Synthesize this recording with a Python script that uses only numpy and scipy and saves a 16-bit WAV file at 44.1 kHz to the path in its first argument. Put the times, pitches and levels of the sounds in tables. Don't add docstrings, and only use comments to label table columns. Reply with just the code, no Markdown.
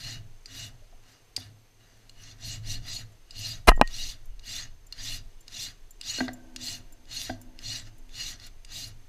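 import sys
import numpy as np
from scipy import signal
from scipy.fft import rfft, irfft
from scipy.io import wavfile
from scipy.ndimage import uniform_filter1d

SR = 44100
rng = np.random.default_rng(int(sys.argv[2]) if len(sys.argv) > 2 else 0)


def convert_level_to_amplitude(level_db):
    exponent = np.asarray(level_db, float) / 20
    return 10 ** exponent


def int16_out(signal):
    q = np.round(np.clip(np.atleast_2d(signal).T, -1, 1) * 32767)
    wavfile.write(sys.argv[1], SR, q.astype(np.int16))


N = 400428
T = np.arange(N) / SR

# fastest moment [t/s], speeding up [s], slowing down [s], cutting [level/dB], bench boom [level/dB]
STROKES = [(.08, .167, .138, -42, -42), (.605, .156, .115, -42.5, -47.5), (1.106, .121, .125, -60.5, -68),
           (1.383, .03, .14, -52, -48.5), (1.84, .11, .42, -66.5, -62.5), (2.278, 0.16, .086, -51, -55),
           (2.506, .135, .097, -40, -41), (2.716, .098, .091, -39.5, -40), (2.944, .146, .11, -40.5, -45.5),
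           (3.461, .168, .147, -38, -46), (4.025, .18, .142, -38.5, -53.5), (4.1, .03, .045, -41, -70),
           (4.535, .12, .152, -38, -50), (5.109, .187, .108, -37, -49.5), (5.611, .138, .129, -38, -51.5),
           (6.113, .112, .19, -36.5, -51.5), (6.68, .117, .137, -37, -48.5), (7.173, .102, .19, -37, -52),
           (7.719, .139, .133, -38, -48), (7.868, .04, 0.042, -55.5, -65), (8.24, .14, .139, -37, -51),
           (8.453, .087, .05, -49.5, -61), (8.784, .118, .135, -38, -49.5), (8.915, .03, 0.019, -63.5, -75)]
# [f/Hz], width [f/Hz], [level/dB]
FILE = [(2840, 38, -9), (2894, 50, -0.5), (3548, 38, -7.5), (3856, 31, -20), (3860, 23, -5),
        (4174, 28, -12.5), (4370, 16, -6), (4309, 45, 1), (4280, 40, -13), (4790, 45, -2.5), (4860, 50, -3),
        (5176, 46, -8), (5790, 82, -7.5), (6073, 250, -9), (6460, 87, -5.5), (6840, 95, -9),
        (7520, 380, -14), (8550, 120, -20)]
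# [f/Hz], [level/dB], time to fall 60 dB [t/s]
HOUSING = [(286, -12, 0.012), (410, -16, 0.005), (720, -9, 0.029), (865, 0, 0.014), (1041, -1, 0.023),
           (1285, 1.5, .02), (1640, 5, 0.0095), (2020, -1.5, 0.015), (2445, -2, 0.017), (2730, -4, 0.018),
           (3900, -2.5, 0.0066), (5125, -12.5, 0.006)]


def unit(x):
    return x / np.sqrt(np.mean(x ** 2))


def curves(tables):
    s, *columns = np.vstack(tables).T
    return [np.interp(T, s, column) for column in columns]


def mix_db(*levels_db):
    return 10 * np.log10(sum(convert_level_to_amplitude(2 * db) for db in levels_db))


def walk(rate):
    knots = rng.standard_normal(int(N / SR * rate) + 2)
    return 1.3 * np.interp(T * rate, np.arange(len(knots)), knots)


def band(x, lo_hz, hi_hz, order=2):
    sos = signal.butter(order, [lo_hz, min(hi_hz, .45 * SR)], "band", fs=SR, output="sos")
    return signal.sosfilt(sos, x)


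def ring(x, hz, t60):
    decay = convert_level_to_amplitude(-60 / (t60 * SR))
    turn = 2 * np.pi * hz / SR
    return signal.lfilter([0, decay * np.sin(turn)], [1, -2 * decay * np.cos(turn), decay * decay], x)


def body(x, modes):
    return sum(convert_level_to_amplitude(db) * ring(x, hz, t60) for hz, db, t60 in modes)


def add(out, s, sound, db):
    i = int(s * SR)
    out[i:i + len(sound)] += (sound * convert_level_to_amplitude(db) / np.abs(sound).max())[:N - i]


def rattle(ms, seconds=.4):
    t = np.arange(int(seconds * SR)) / SR
    return rng.standard_normal(len(t)) * np.exp(-t * 1000 / ms)


def contact(ms, chatter_db, seconds=.4):
    hit = convert_level_to_amplitude(chatter_db) * rattle(ms, seconds)
    hit[0] = 1
    return hit


def arches(peak_db, power, stop_power, linger_s=0):
    drop_db = 30
    t = T[::64]
    s, rise, fall = np.array(STROKES).T[:3, :, None]
    progress = (t - s) / np.where(t < s, rise, fall + linger_s)
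    roundness = np.where(t < s, power, stop_power)
    db = np.reshape(peak_db, (-1, 1)) - drop_db * np.abs(progress) ** roundness
    loudest = np.clip(progress[db.argmax(axis=0), np.arange(len(t))], -1, 1)
    total_db = 10 * np.log10(np.sum(convert_level_to_amplitude(2 * np.maximum(db, -150)), axis=0))
    return np.interp(T, t, total_db), np.interp(T, t, uniform_filter1d(loudest, size=9))


def cutting():
    arch_db, progress = arches(np.array(STROKES)[:, 3], 2.35, 2.7)
    return_db, return_t60_s, idle_db = -33.5, 1.3, -78
    decay = convert_level_to_amplitude(-120 / (return_t60_s * SR))
    held = signal.lfilter([1 / .05 / SR], [1, -decay], convert_level_to_amplitude(2 * arch_db))
    held_db = 10 * np.log10(held + 1e-18)
    cut_db = mix_db(arch_db, held_db + return_db, idle_db)
    along_db = 2 * (T < 1.0)
    bright_db = -14 + 2 * progress + along_db
    part_share = 0.57
    part_db = -14.5 + 1.5 * progress + along_db
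    part_db = part_db - (1 - part_share) * np.clip(cut_db + 34.5, -20, 0)
    return cut_db, bright_db, part_db, progress


def teeth(per_s=14000, scatter_db=2.0):
    bites = rng.random(N) < per_s / SR
    return bites * convert_level_to_amplitude(scatter_db * rng.exponential(size=N)) * rng.standard_normal(N)


def tooth_rows(cut_db, progress):
    glide = (2.2 * (progress + .8) + .2 * walk(4)) % 1
    wobble_db = .08 * np.minimum(cut_db + 36, 0) + .4 * walk(12) + .3 * walk(500)
    row_hz = 3550 * 2 ** (.42 * glide) * convert_level_to_amplitude(wobble_db)
    turns = 2 * np.pi * np.cumsum(row_hz) / SR
    tone = np.sin(turns) + 0.34 * np.sin(2 * turns / 3) + 0.54 * np.sin(1.5 * turns)
    tone = tone + 0.24 * np.sin(2 * turns) + .15 * np.sin(3 * turns)
    bite_db = 3.0 * walk(90) + .5 * np.minimum(cut_db + 49.5, 0)
    return unit(tone * np.sin(np.pi * glide) * convert_level_to_amplitude(bite_db))


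def resonate(force, peaks, patchy_db, tilt_db=0):
    t60_width = np.log(1000) / np.pi
    total = 0
    for hz, width, db in peaks:
        level_db = db + patchy_db * walk(25) + tilt_db * np.log2(hz / 4000)
        total = total + convert_level_to_amplitude(level_db) * width ** .5 * unit(ring(force, hz, t60_width / width))
    return unit(total)


def filing(cut_db, bright_db, part_db, progress):
    # [f/Hz], width [f/Hz], [level/dB]
    part_peaks = [(644.7, 24, -5), (1090, 60, -6.5), (1330, 180, -3), (1650, 40, -0.5), (1902, 190, 12.5),
                  (2142, 80, -2.5), (2680, 350, -6)]
    # [f/Hz], width [f/Hz], [level/dB]
    dust_peaks = [(8550, 300, -8.5), (9980, 330, -4), (10800, 590, 2), (12000, 700, 2), (13600, 450, -5.5)]
    rows = tooth_rows(cut_db, progress)
    force = unit(teeth())
    slow_db = .25 * np.clip(cut_db + 40, -24, 0)
    blade = unit(band(resonate(force + convert_level_to_amplitude(-14) * rows, FILE, 3.8, slow_db), 2800, 9500, order=3))
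    blade = blade + convert_level_to_amplitude(-14.0 - 4.0 * progress) * rows
    blade = blade + convert_level_to_amplitude(-7.0 - .5 * slow_db) * unit(band(force, 2700, 7500))
    part = unit(band(resonate(force, part_peaks, 3.0), 550, 2700))
    part = part + convert_level_to_amplitude(-12 - 2.2 * slow_db) * unit(band(force, 1150, 1750))
    dust = teeth() * convert_level_to_amplitude(1.3 * walk(60))
    fizz = unit(band(dust, 5000, 16000)) + convert_level_to_amplitude(-3.5) * resonate(dust, dust_peaks, 2.8)
    fizz_db = bright_db + .4 * slow_db + 2.0 * walk(35)
    return convert_level_to_amplitude(cut_db) * (unit(blade) + convert_level_to_amplitude(part_db) * unit(part) + convert_level_to_amplitude(fizz_db) * unit(fizz))


def landings():
    # [t/s], peak [level/dB], snap [f/Hz], ring time [t/s]
    hits = [(0.4583, -29.5, 4550, 0.043), (2.0951, -38, 4080, 0.023), (3.3083, -31.5, 4600, 0.038),
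            (3.875, -28, 4470, 0.024), (4.0942, -33, 4840, 0.02), (4.3944, -39.5, 4790, 0.021),
            (4.9248, -26, 4290, 0.03), (5.4804, -29, 4860, 0.019), (6.0126, -26.5, 5000, 0.015),
            (6.562, -24.5, 3900, 0.031), (7.0544, -46, 4770, 0.018), (7.5901, -31, 5000, 0.014),
            (8.093, -42, 3640, 0.018), (8.3992, -36, 4860, 0.014), (8.6482, -33.5, 4790, 0.029)]
    out = np.zeros(N)
    for s, db, hz, t60 in hits:
        hit = contact(1.24, -5, .2)
        modes = [(f, f_db / 2 + 2 * rng.standard_normal(), max(t60, .005)) for f, _, f_db in FILE]
        snap = convert_level_to_amplitude(7) * ring(hit, hz, 0.012) + convert_level_to_amplitude(-9) * hit
        add(out, s, band(body(hit, modes) + snap, 2400, 20000), db)
    return out


def jaw_taps():
    # [t/s], peak [level/dB]
    hits = [
        (1.3635, -24),
        (1.3647, -17.5),
        (1.3663, -19),
    ]
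    # [f/Hz], [level/dB], time to fall 60 dB [t/s]
    jaw = [(2790, -8.5, 0.037), (4740, 7, 0.011), (5110, -5, 0.038), (5470, 2.5, 0.019), (6280, -7, 0.023),
           (7330, -8.5, 0.025), (8200, -16, 0.023), (10750, -21, 0.034)]
    out = np.zeros(N)
    for s, db in hits:
        add(out, s, band(body(contact(1.0, -7, .2), jaw), 2200, 14500), db)
    return out


def return_clicks():
    # [t/s], peak [level/dB]
    hits = [(3.1198, -57), (3.7614, -46), (4.2564, -47.5), (4.8662, -46.5), (5.4067, -47.5),
            (5.9074, -40.5), (6.332, -39), (6.923, -44), (7.4145, -40), (7.9823, -51), (8.4652, -42)]
    # [f/Hz], [level/dB], time to fall 60 dB [t/s]
    modes = [(7270, -3, 0.036), (8200, -7.5, .008), (10100, -5.5, .008)]
    out = np.zeros(N)
    for s, db in hits:
        hit = rattle(5.36, .2)
        add(out, s, body(hit, modes) + convert_level_to_amplitude(18) * band(hit, 6500, 15000), db)
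    return out


def bench(cut_db):
    # [t/s], sway [level/dB]
    lean = [
        [(0.0, -42), (0.55, -49.5), (0.95, -44), (1.16, -64), (1.33, -47.5), (1.4, -67.5), (2.81, -33.5),
         (3.26, -49.5), (3.62, -39)],
        [(3.9, -34), (4.1, -29), (4.16, -48), (4.3, -32), (4.55, -42), (5.23, -37.5), (5.44, -46.5),
         (8.99, -41.5), (9.08, -45)],
    ]
    sway_db = curves(lean)[0]
    boom_arch_db, _ = arches(np.array(STROKES)[:, 4], 2.6, 2.6, linger_s=.17)
    boom_db = mix_db(boom_arch_db, -68.5)
    frame_db = -60 + 0.25 * (cut_db + 38.5) + .3 * (boom_db + 52.5)
    push = rng.standard_normal((3, N))
    sway = unit(band(push[0], 12, 25)) + convert_level_to_amplitude(-20) * unit(band(push[0], 60, 76))
    boom = unit(body(push[1], [(108.0, 18.3, 0.37), (91.9, 5.1, .1), (126, 7.7, .08)]))
    frame = unit(body(push[2], [(264.4, 15, 0.055), (417, -23.0, .04), (675, 14.5, 0.032)]))
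    return convert_level_to_amplitude(sway_db - 3.0) * sway + convert_level_to_amplitude(boom_db) * boom + convert_level_to_amplitude(frame_db) * frame


def bench_knocks():
    # [t/s], peak [level/dB], hollow [level/dB], edge [level/dB], thin panel [level/dB]
    hits = [
        (1.378, -36, -9, -30, -3),
        (6.185, -35.5, -1, -21, 3),
        (6.205, -26, -3, -11, 7),
        (6.2082, -21, 0.5, -19, -2),
        (6.281, -39, -8, 7.5, 14),
        (6.289, -31.5, -0.5, -28, 1),
        (7.2956, -30, -1, -24, -1),
        (7.299, -24.5, -4, -29, -4.5),
    ]
    # [f/Hz], [level/dB], time to fall 60 dB [t/s]
    wood = [(665, -14, 0.14), (750, -3, 0.044), (894, 0, 0.0081)]
    panel = [(1607, 5.5, 0.019), (1590, -23, .2), (1890, -4, 0.025), (1960, -9, 0.034)]
    hollow = [(102.8, -4, 0.53), (255.5, 7, 0.2), (252, -8.5, 0.6), (312, 1, 0.11), (403, -8.5, 0.29)]
    out = np.zeros(N)
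    for s, db, hollow_db, edge_db, panel_db in hits:
        hit = np.convolve(contact(2.4, -16, .5), np.hanning(9))
        add(out, s, body(hit, wood), db)
        add(out, s, body(hit, panel), db + panel_db)
        add(out, s + 0.00228, body(hit, hollow), db + hollow_db)
        add(out, s, band(rattle(5.9, .1), 3200, 4900), db + edge_db)
    return out


def loose_sheet():
    # [t/s], peak [level/dB]
    hits = [
        (6.21, -43),
        (7.30, -46.5),
    ]
    # [f/Hz], [level/dB], time to fall 60 dB [t/s]
    modes = [(251.2, -3.5, 0.99), (307, -5, 0.22), (324, -4.5, 0.23), (383, -13, 0.34), (565, -4, 0.066),
             (680, 1, 0.042), (875, -4, .05), (1540, -6, 0.053)]
    out = np.zeros(N)
    for s, db in hits:
        add(out, s, body(rattle(530.0, 2.5), modes), db)
    return out


def sleeve_scuffs():
    # [t/s], peak [level/dB], tone [f/Hz]
    hits = [
        (.81, -59, 590),
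        (.92, -53.5, 706),
    ]
    out = np.zeros(N)
    for s, db, hz in hits:
        brush = rattle(21.0)
        swell = np.minimum(T[:len(brush)] / 0.008, 1)
        add(out, s, ring(brush * swell, hz, 0.027), db)
    return out


def finger_drag():
    # [t/s], [level/dB], hiss against it [level/dB]
    drag = [
        (3.671, -52, -3.5),
        (3.6735, -24, -8),
        (3.682, -14.5, -16.5),
        (3.688, -7, -19.5),
        (3.694, -11, -18),
        (3.700, -29.5, -18.5),
        (3.714, -42.5, -10),
        (3.72, -88.5, -18),
    ]
    out = np.zeros(N)
    part = slice(int(drag[0][0] * SR), int((drag[-1][0] + 0.084) * SR))
    drag_db, hiss_db = (column[part] for column in curves([drag]))
    grit = teeth(per_s=6900)[part]
    shell = body(grit * convert_level_to_amplitude(drag_db), HOUSING) / np.std(body(grit, HOUSING))
    air = rng.standard_normal(len(grit))
    hiss = unit(band(air, 2600, 12830)) + convert_level_to_amplitude(-5.5) * unit(ring(air, 10000, 0.015))
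    out[part] = shell + hiss * convert_level_to_amplitude(drag_db + hiss_db)
    return out


def housing_raps():
    # [t/s], peak [level/dB], contact time [ms]
    hits = [
        (3.684, -5.5, 0.2),
        (3.6892, -6.5, .3),
        (3.692, -1, .15),
        (3.7169, -12.5, .6),
        (3.776, -25, 0.9),
        (3.796, -22, 1.1),
        (3.8133, 3, .06),
        (3.817, -8, .4),
        (3.824, -19, 0.9),
    ]
    out = np.zeros(N)
    for s, db, ms in hits:
        push = np.hanning(int(ms * SR / 1000) + 3)
        blow = body(contact(1.0, -8), HOUSING) + band(rattle(0.39), 2500, 12210)
        add(out, s, np.convolve(blow, push), db)
    return out


def mount_clamp():
    # [t/s], peak [level/dB]
    hits = [
        (3.70, -21),
        (3.813, -22.5),
    ]
    # [f/Hz], [level/dB], time to fall 60 dB [t/s]
    modes = [(1060, -13, .12), (1880, 0, .2), (1852, -9, .12), (2476, -12, .08), (2622, -18, .12),
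             (2780, -22, .15), (2997, -15, .15)]
    out = np.zeros(N)
    for s, db in hits:
        add(out, s, body(contact(1.0, -38.5), modes), db)
    return out


def rocking_mount():
    # [t/s], signed swing [0-1], start [f/Hz], end [f/Hz], time to fall 60 dB [t/s]
    rocks = [
        (3.678, -.22, 23, 52, 0.043),
        (3.684, .68, 46, 21.8, 0.16),
        (3.745, -.15, 22, 22, 0.48),
        (3.8151, -.2, 300, 120.6, 0.027),
    ]
    out = np.zeros(N)
    t = T[:SR // 2]
    for s, swing, hz, end_hz, t60 in rocks:
        turns = np.cumsum(end_hz + (hz - end_hz) * np.exp(-t / 0.02)) / SR
        fade = convert_level_to_amplitude(-60 * t / t60) * (1 - np.exp(-t / .003))
        add(out, s, np.sign(swing) * np.sin(2 * np.pi * turns) * fade, 20 * np.log10(abs(swing)))
    return out


def workshop():
    # [f/Hz], [level/dB] per Hz
    room = [(88, -32), (150, -12), (263, -15.5), (339, -5.5), (428, -4.5), (583, -11), (781, -11),
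            (1000, -12), (1480, -15.5), (2020, -13), (6110, -18.5), (15500, -28.5)]
    # [f/Hz], rms [level/dB]
    tones = [(6293, -78), (6325, -79), (8543, -90), (12618, -84)]
    f = np.maximum(np.arange(N // 2 + 1) * SR / N, 1)
    hz, db = np.transpose(room)
    colour = convert_level_to_amplitude(np.interp(np.log(f), np.log(hz), db, left=-90, right=-90))
    hush = unit(irfft(rfft(rng.standard_normal(N)) * colour, N)) * convert_level_to_amplitude(-65 + walk(2.3))
    whine = np.zeros(N)
    for hz, db in tones:
        turns = hz * T + .08 * walk(30)
        whine += convert_level_to_amplitude(db + 1.5 * walk(21)) * 2 ** .5 * np.sin(2 * np.pi * turns)
    return hush + whine


def room_tail(air):
    t = T[:SR // 3]
    tail = band(rng.standard_normal(len(t)), 150, 7000, order=1) * convert_level_to_amplitude(-60 * t / 0.26) * (t > .004)
    return signal.fftconvolve(air, tail / np.sqrt(np.sum(tail ** 2)))[:N]


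def scene():
    cut = cutting()
    air = filing(*cut) + landings() + jaw_taps() + return_clicks()
    air = air + bench_knocks() + loose_sheet() + sleeve_scuffs()
    handling = finger_drag() + housing_raps() + mount_clamp() + rocking_mount()
    return (air + convert_level_to_amplitude(-18) * room_tail(air) + bench(cut[0]) + handling + workshop())[None]


def top_cut(x):
    return signal.sosfilt(signal.butter(12, 16500, fs=SR, output="sos"), x)


def record(dry):
    top = signal.ellip(10, .2, 60, 15100, fs=SR, output="sos")
    mix = np.clip(signal.sosfilt(top, dry), -.99, .99)
    return top_cut(mix)


dry = scene()
out = record(dry)
int16_out(out)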